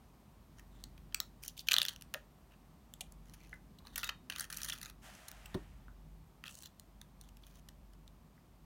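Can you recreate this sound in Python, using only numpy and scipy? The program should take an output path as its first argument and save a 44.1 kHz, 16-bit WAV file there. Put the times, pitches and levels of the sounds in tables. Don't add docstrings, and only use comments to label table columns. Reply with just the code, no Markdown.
import sys
import numpy as np
from scipy import signal
from scipy.fft import rfft, irfft, next_fast_len
from scipy.io import wavfile

SR = 44100
rng = np.random.default_rng(int(sys.argv[2]) if len(sys.argv) > 2 else 0)


def generate_wav(signal):
    frames = np.transpose(np.atleast_2d(signal))
    scaled = np.clip(frames, -1, 1) * 32767
    pcm = np.round(scaled).astype(np.int16)
    wavfile.write(sys.argv[1], SR, pcm)


N = 381450
TIME = np.arange(N) / SR


def from_db(db):
    return 10 ** (np.asarray(db) / 20)


def rms_one(x):
    return x / np.sqrt(np.mean(x ** 2) + 1e-24)


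def add(track, s, sound):
    at = int(round(s * SR))
    track[at:at + len(sound)] += sound[:N - at]


def cut(x, hz, kind, order=2):
    return signal.sosfilt(signal.butter(order, hz, kind, fs=SR, output="sos"), x)


def resonate(x, modes):
    out = 0
    for k, (hz, width, db) in enumerate(modes):
        r = np.exp(-np.pi * width / SR)
        poles = [1, -2 * r * np.cos(2 * np.pi * hz / SR), r * r]
        mode = signal.lfilter([1, 0, -1], poles, x) * (1 - r * r) / 2
        out = out + (-1) ** k * from_db(db) * mode
    return out


def ringing(modes):
    t, out = TIME[:SR // 2], 0
    for k, (hz, db, t60) in enumerate(modes):
        decay = np.exp(-np.log(1000) * t / t60)
        out = out + (-1) ** k * from_db(db) * decay * np.sin(2 * np.pi * hz * t)
    return out


def at_hz(points, hz, column=1):
    points = np.array(points)
    return np.interp(np.log(hz), np.log(points[:, 0]), points[:, column])


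def grains(count, per_s, spread_db, smooth):
    size_db = spread_db * np.minimum(rng.exponential(1, count), 3)
    sizes = from_db(size_db) * rng.choice([-1, 1], count)
    slips = sizes * (rng.random(count) < per_s / SR)
    return rms_one(slips) + smooth * rng.standard_normal(count)


def scatter(start, end, per_s):
    count = int(round((end - start) * per_s))
    return start + (end - start) * (np.arange(count) + rng.random(count)) / count


# (f/Hz, width/Hz, level/dB)
HOLLOW = [(500, 160, -4.5), (1057, 280, -7.5), (1183, 720, -1), (1930, 620, 2)]
WALL = [(2760, 420, -2.5), (3010, 870, -4), (3382, 220, -7), (4296, 900, -11)]
EDGE = [(5918, 1200, 4), (7730, 1400, -1.5), (9180, 1800, -0.5), (11660, 2100, -2), (15300, 2700, -4)]


def plastic(force, hollow_db, edge_db, wall_spot, edge_spot, spot_spread_db=2.5):
    def uneven(modes):
        return [(hz, width, db + spot_spread_db * rng.normal()) for hz, width, db in modes]

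    hollow = cut(resonate(force, HOLLOW), [850, 2100], "band")
    wall = cut(resonate(force, wall_spot + uneven(WALL)), [2200, 4700], "band", order=3)
    edge = cut(resonate(force, uneven(EDGE) + edge_spot), 5100, "high", order=3)
    return from_db(hollow_db) * rms_one(hollow) + rms_one(wall) + from_db(edge_db) * rms_one(edge)


# (t/s, wall level/dB over 5 ms, hollow level/dB re wall, edge level/dB re wall,
# wall f/Hz, contact t/s)
CLICKS = [(0.595, -62.5, 2, 1, 2520, .0011), (0.8392, -47.5, -17, -1.5, 4430, .0003),
          (0.978, -62, -7, -5, 2500, 0.0014), (1.1238, -60.5, -4, -14, 3150, .0011),
          (1.1451, -34.5, -15, 2, 2380, 0.00085), (1.202, -35.5, -10, 2.5, 3940, 0.00043),
          (1.436, -51.5, -23, 4, 2580, 0.00055), (1.4805, -54, -22, 14.5, 4440, 0.00024),
          (1.5923, -44.5, -33, -8, 4900, 0.00067), (1.6854, -25.5, -16.5, -8, 2830, 0.00095),
          (1.712, -31, -11, -8, 3230, 0.00039), (1.7168, -24.5, -10, -8, 3050, 0.0019),
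          (1.7323, -33.5, -10, 2, 3000, 0.0012), (1.74, -24, -11, -8, 3940, 0.00046),
          (1.7644, -26.5, -11, -14, 3360, 0.00058), (1.7831, -24, -14, -8.5, 3370, 0.001),
          (1.8004, -37, -17, -15, 3010, 0.00073), (1.8171, -26.5, -13, -11, 3600, 0.00025),
          (1.8295, -38, -18.5, -1.5, 3580, 0.00085), (1.8515, -36, -7, -4.5, 3430, .0006),
          (1.8839, -34, -19, -5, 3300, 0.00056), (1.89, -42.5, -12, -2, 3400, 0.002),
          (1.9612, -52.5, -13, -2, 2900, 0.0005), (2.011, -61, -9, 4, 3000, .0006),
          (2.0215, -55, -8, 4.5, 3080, .0009), (2.1398, -42.5, -2, 3, 2830, 0.00045),
          (2.1441, -41, 1, -11.5, 2760, 0.00061), (2.938, -53.5, -13.5, 3, 3470, 0.00027),
          (3.0075, -42.5, -29.5, 1, 2860, 0.0033), (3.1216, -74, -3, 16.5, 4540, 0.0011),
          (3.3363, -60, -4.5, 5, 2353, 0.0052), (3.7858, -59, -26, -6.5, 3820, 0.003),
          (3.8696, -52.5, -7.5, -8.5, 4513, 0.0013), (3.9578, -42, -8, 3.5, 2600, 0.002),
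          (3.9782, -46.5, 5.5, 10.5, 4460, 0.0025), (4.0311, -37, -2.5, -15, 2670, 0.0037),
          (4.0423, -42.5, -4, 2, 4230, 0.0015), (4.0905, -34, -3.5, -10.5, 2840, 0.0026),
          (4.2988, -38.5, -4.5, -5, 3000, 0.0018), (4.3222, -45, -5, -12, 3300, 0.00089),
          (4.3962, -44, -4, 5.5, 4670, 0.00072), (4.4065, -50, 5.5, 13.5, 3570, 0.0019),
          (4.5008, -53, 5.5, 7.5, 2730, 0.0023), (4.526, -50, -2, 7, 4200, 0.0019),
          (4.543, -55.5, -9, 7, 3550, 0.0017), (4.5705, -54, -12, 14.5, 4024, 0.0014),
          (4.6319, -52, -9, 13, 3210, .001), (4.6457, -55, -17, 14.5, 4400, .0025),
          (4.6847, -43, -9, -1, 3300, 0.0026), (4.7001, -41, -16, -4, 2860, 0.0018),
          (4.7226, -38, -32, -30, 3420, 0.00079), (4.7845, -61, -8, 6.5, 2840, 0.0008),
          (4.829, -50.5, -.5, 5.5, 3880, 0.0021), (4.8582, -51, -2.5, 0.5, 3750, 0.00051),
          (5.1508, -66, -1, 9, 2370, .0015), (5.2824, -53.5, -10, 9, 4120, 0.0027),
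          (5.3148, -62, 0, 13, 2330, 0.00049), (5.457, -51, -12, -2, 2670, 0.0028),
          (5.5432, -48.5, 0, -5, 3700, 0.0038), (6.4389, -48, -0.5, -11, 2710, 0.00078),
          (6.4555, -51, -6, -15, 2940, 0.0032), (6.634, -60.5, -9, 4.5, 4000, 0.00031),
          (6.7967, -59, -12, 7, 4080, 0.00078), (7.0143, -54, -6.5, -0.5, 3585, 0.00075),
          (7.2123, -60.5, -13.5, 6, 4375, 0.00026), (7.289, -66.5, -15, 1.5, 2760, 0.0016),
          (7.3693, -66, -17, 3, 2830, 0.0011), (7.434, -59, -20, -22, 3460, 0.0027),
          (7.6872, -57, -5, 2, 3594, 0.0012), (7.934, -71, -2.5, 2, 3210, .0011),
          (8.0776, -61, -9.5, -3.5, 3705, 0.00049)]


def clicks(rows, snap=1.2, rise_s=0.00022, linger=2.3, chatter=0.13, chatter_s=0.0027):
    out, t = np.zeros(N), TIME[:SR // 40]
    level_window_s = 0.005
    for s, db, hollow_db, edge_db, wall_hz, contact_s in rows:
        burst = np.exp(-(t / (linger * contact_s)) ** 2)
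        tail = chatter * np.exp(-t / chatter_s)
        force = rng.standard_normal(len(t)) * (1 - np.exp(-t / rise_s)) * (burst + tail)
        force[0] += 2 * snap
        edge_hz = 6270 * 2 ** (0.22 * edge_db)
        click = plastic(force, hollow_db, edge_db, [(wall_hz, 560, 8)], [(edge_hz, 1300, 0)])
        add(out, s, from_db(db) * np.sqrt(level_window_s / t[-1]) * click)
    return out


# (start t/s, end t/s, wall level/dB, hollow level/dB re wall,
# edge level/dB re wall, f/Hz)
STROKES = [(0.569, 0.608, -78, 4, 4, 3000), (0.709, 0.868, -80, -2, -4, 3620),
           (1.419, 1.476, -68.5, -4, 8, 3030), (1.468, 1.51, -63.5, -19, 3.5, 3330),
           (1.564, 1.621, -60.5, -27, -0.5, 3530), (1.661, 1.872, -60.5, -9, -1.5, 3320),
           (1.864, 1.942, -62.5, -2.5, -3.5, 3200), (2.506, 2.548, -74.5, -3, -12, 2580),
           (3.254, 3.574, -82, -1.5, 2.5, 2990), (3.391, 3.469, -72, -19, -12, 2220),
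           (3.845, 3.969, -71.5, -3.5, -5, 3800), (3.962, 4.084, -59, -3, -1, 3570),
           (4.297, 4.376, -58.5, -5, -7, 2480), (4.364, 4.458, -60.5, 1, 2.5, 3120),
           (4.502, 4.648, -60, -1.5, 1, 2500), (4.633, 4.744, -57, 0, 4, 3140),
           (4.741, 4.914, -64.5, -2.5, -1, 2570), (6.448, 6.501, -58, -8, -8.5, 2700),
           (6.49, 6.624, -71, -10, 7.5, 3270), (6.627, 6.679, -63, -13, -3, 4200),
           (7.201, 7.297, -80, -7.5, -2, 3500), (7.423, 7.6, -77.5, -6.5, 2, 2400)]


def rubbing(catches_per_s=380, catch_db=2.5, catch_s=0.0018, drag=0.42, fade_s=0.0079, squeak=1.3):
    out = np.zeros(N)
    for start, end, db, hollow_db, edge_db, hz in STROKES:
        length = end - start
        t = TIME[:int((length + .02) * SR)]
        pressure = np.clip(np.minimum(t, length - t) / fade_s, 0, 1)
        catches = np.abs(grains(len(t), catches_per_s, spread_db=catch_db, smooth=0))
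        grip = drag + rms_one(signal.lfilter([1], [1, -np.exp(-1 / (catch_s * SR))], catches))
        force = pressure * grip * rng.standard_normal(len(t))
        spot = [(hz, 330, -squeak * edge_db)]
        add(out, start, from_db(db) * plastic(force, hollow_db, edge_db, spot, []))
    return out


def slip_ticks(slips_per_s=30, slip_db=3.5, spread_db=5, slip_edge_db=4, contact_s=0.0009):
    rows = []
    for start, end, db, hollow_db, edge_db, _ in STROKES:
        for s in scatter(start, end, slips_per_s):
            tick_db = db + slip_db + spread_db * rng.normal()
            wall_hz = rng.uniform(2312, 4500)
            rows.append((s, tick_db, hollow_db, edge_db + slip_edge_db, wall_hz, contact_s))
    return clicks(rows)


def slide_gain(db, slowing_db_per_s, start_s=5.015, stop_s=5.57, attack_s=0.047):
    t = np.maximum(TIME - start_s, 0)
    push_db = 9 * np.exp(-t / 0.057)
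    release_db = 43 * np.maximum(TIME - stop_s, 0)
    return np.minimum(t / attack_s, 1) * from_db(db + push_db - slowing_db_per_s * t - release_db)


# (f/Hz, width/Hz, level/dB)
SLIDE_BODY = [(673, 200, 6), (1680, 710, 5), (3110, 1100, 0)]


def sliding():
    base, fibres = [grains(N, per_s=4500, spread_db=5.5, smooth=0.9) for _ in range(2)]
    body = rms_one(cut(resonate(base, SLIDE_BODY), [550, 5500], "band", order=3))
    hiss = rms_one(cut(fibres, [3600, 9500], "band", order=1))
    return slide_gain(db=-61.5, slowing_db_per_s=7.5) * body + slide_gain(db=-64.0, slowing_db_per_s=15.5) * hiss


# (t/s, level/dB, f/Hz, t60/s)
TOCKS = [(2.1447, -45, 543, 0.041), (2.1465, -44, 1610, 0.018), (3.009, -49.5, 680, 0.023),
         (3.5292, -42, 1800, 0.04), (3.805, -62, 980, 0.037), (3.85, -60, 990, 0.099),
         (5.882, -48, 1310, 0.013), (8.378, -63.5, 1750, 0.024)]


def tocks(split=0.082):
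    out = np.zeros(N)
    for s, db, hz, t60 in TOCKS:
        cluster = [(hz * (1 - 2 * split), -4, t60),
                   (hz * (1 - split / 2), -2, t60),
                   (hz * (1 + 1.63 * split), 2, t60)]
        add(out, s, from_db(db) * ringing(cluster))
    return out


# (t/s, level/dB, contact t/s)
LANDING = [(4.201, -51, 0.017), (5.5436, -43.5, 0.00042), (5.5479, -30, 0.0015), (5.5577, -39.5, 0.0025)]
# (f/Hz, level/dB, t60/s)
TABLE = [(104, 7.5, 0.017), (153, -9, 0.15), (185, -1, 0.039), (303, 0.5, 0.04), (367, -3.5, 0.18),
         (574, -7, 0.028), (1050, -1, 0.015), (1640, -22, 0.013)]


def landing():
    out = np.zeros(N)
    for s, db, contact_s in LANDING:
        push = np.exp(-TIME[:SR // 50] * 2 * np.pi / contact_s)
        add(out, s, from_db(db) * np.convolve(ringing(TABLE), push / push.sum()))
    return out


# (f/Hz, level/dB, t60/s)
TING = [(3741, -46, .28), (3830, -50, .16), (6729, -54, .1), (11740, -51, .08)]


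def ting():
    out = np.zeros(N)
    add(out, 4.043, ringing(TING))
    return out


# (f/Hz, level/dB re the direct sound, t60/s)
ECHO = [(154.5, -13.5, 0.24), (610, 0, 0.14), (1500, -10, 0.19), (3170, -15.5, 0.21), (7000, -15.5, 0.18),
        (15000, -20.5, 0.19)]


def room(x, first_s=0.0033, build_s=0.002):
    t, response = TIME[:SR // 2], 0
    edges = np.geomspace(90, 18000, 12)
    onset = 1 - np.exp(-np.maximum(t - first_s, 0) / build_s)
    for low, high in zip(edges, edges[1:]):
        hz = np.sqrt(low * high)
        decay = onset * np.exp(-np.log(1000) * t / at_hz(ECHO, hz, column=2))
        band = cut(rng.standard_normal(len(t)), [low, high], "band")
        response = response + from_db(at_hz(ECHO, hz)) * band * decay / np.sqrt(np.sum(decay ** 2))
    return signal.fftconvolve(x, response)[:N]


# (f/Hz, level/dB per Hz)
AIR = [(180, -31), (300, -9.5), (348, -4), (511, -8.5), (603, -6), (1120, -8.5), (1500, -16), (3580, -21),
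       (7820, -25.5), (9390, -24), (10200, -29), (12900, -23), (16000, -28.5)]
# (f/Hz, width/Hz, level/dB)
HUM = [(47, 1.9, 0.5), (51, 16, -9.5), (72, 18, -11.5), (122, 15, -18), (156.66, 3.2, -8)]
RUMBLE = [(94, 209, -2), (231.5, 116, 1), (341, 98, -10.5)]
# (centre t/s, half length t/s, hum level/dB, rumble level/dB)
SWELLS = [(1.0, 0.32, 3.5, 3), (4.09, 1, 1.5, 2.5), (5.824, 0.44, 8, 0)]


def background(air_db=-70, hum_db=-61.5, rumble_db=-65.5, steady_db=-1, settle_db_per_s=0.17):
    white = rng.standard_normal((3, N + SR))
    size = next_fast_len(N)
    hz = np.maximum(np.fft.rfftfreq(size, 1 / SR), 1)
    air = irfft(rfft(white[0], size) * from_db(at_hz(AIR, hz)), size)[:N]
    air = cut(air, 380, "high", order=3)
    wavering = cut(resonate(white[1], HUM), [36, 260], "band", order=4)[SR:]
    steady = np.sin(2 * np.pi * HUM[0][0] * TIME)
    hum = rms_one(wavering) + from_db(steady_db) * rms_one(steady)
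    rumble = cut(resonate(white[2], RUMBLE), [55, 430], "band", order=3)[SR:]

    settle_db = settle_db_per_s * (TIME.mean() - TIME)
    hum_swell_db, rumble_swell_db = np.zeros((2, N))
    for s, half_s, hum_rise_db, rumble_rise_db in SWELLS:
        swell = np.exp(-np.abs((TIME - s) / half_s) ** 4)
        hum_swell_db += hum_rise_db * swell
        rumble_swell_db += rumble_rise_db * swell
    return (from_db(air_db + settle_db) * rms_one(air)
            + from_db(hum_db + hum_swell_db) * rms_one(hum)
            + from_db(rumble_db + settle_db + rumble_swell_db) * rms_one(rumble))


def scene():
    handling = clicks(CLICKS) + rubbing() + slip_ticks() + sliding() + tocks() + landing() + ting()
    return (handling + room(handling) + background())[None]


def record(dry):
    thinned = cut(dry, 26, "high", order=3)
    return signal.sosfilt(signal.ellip(10, .1, 80, 16100, fs=SR, output="sos"), thinned)


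dry = scene()
out = record(dry)
generate_wav(out)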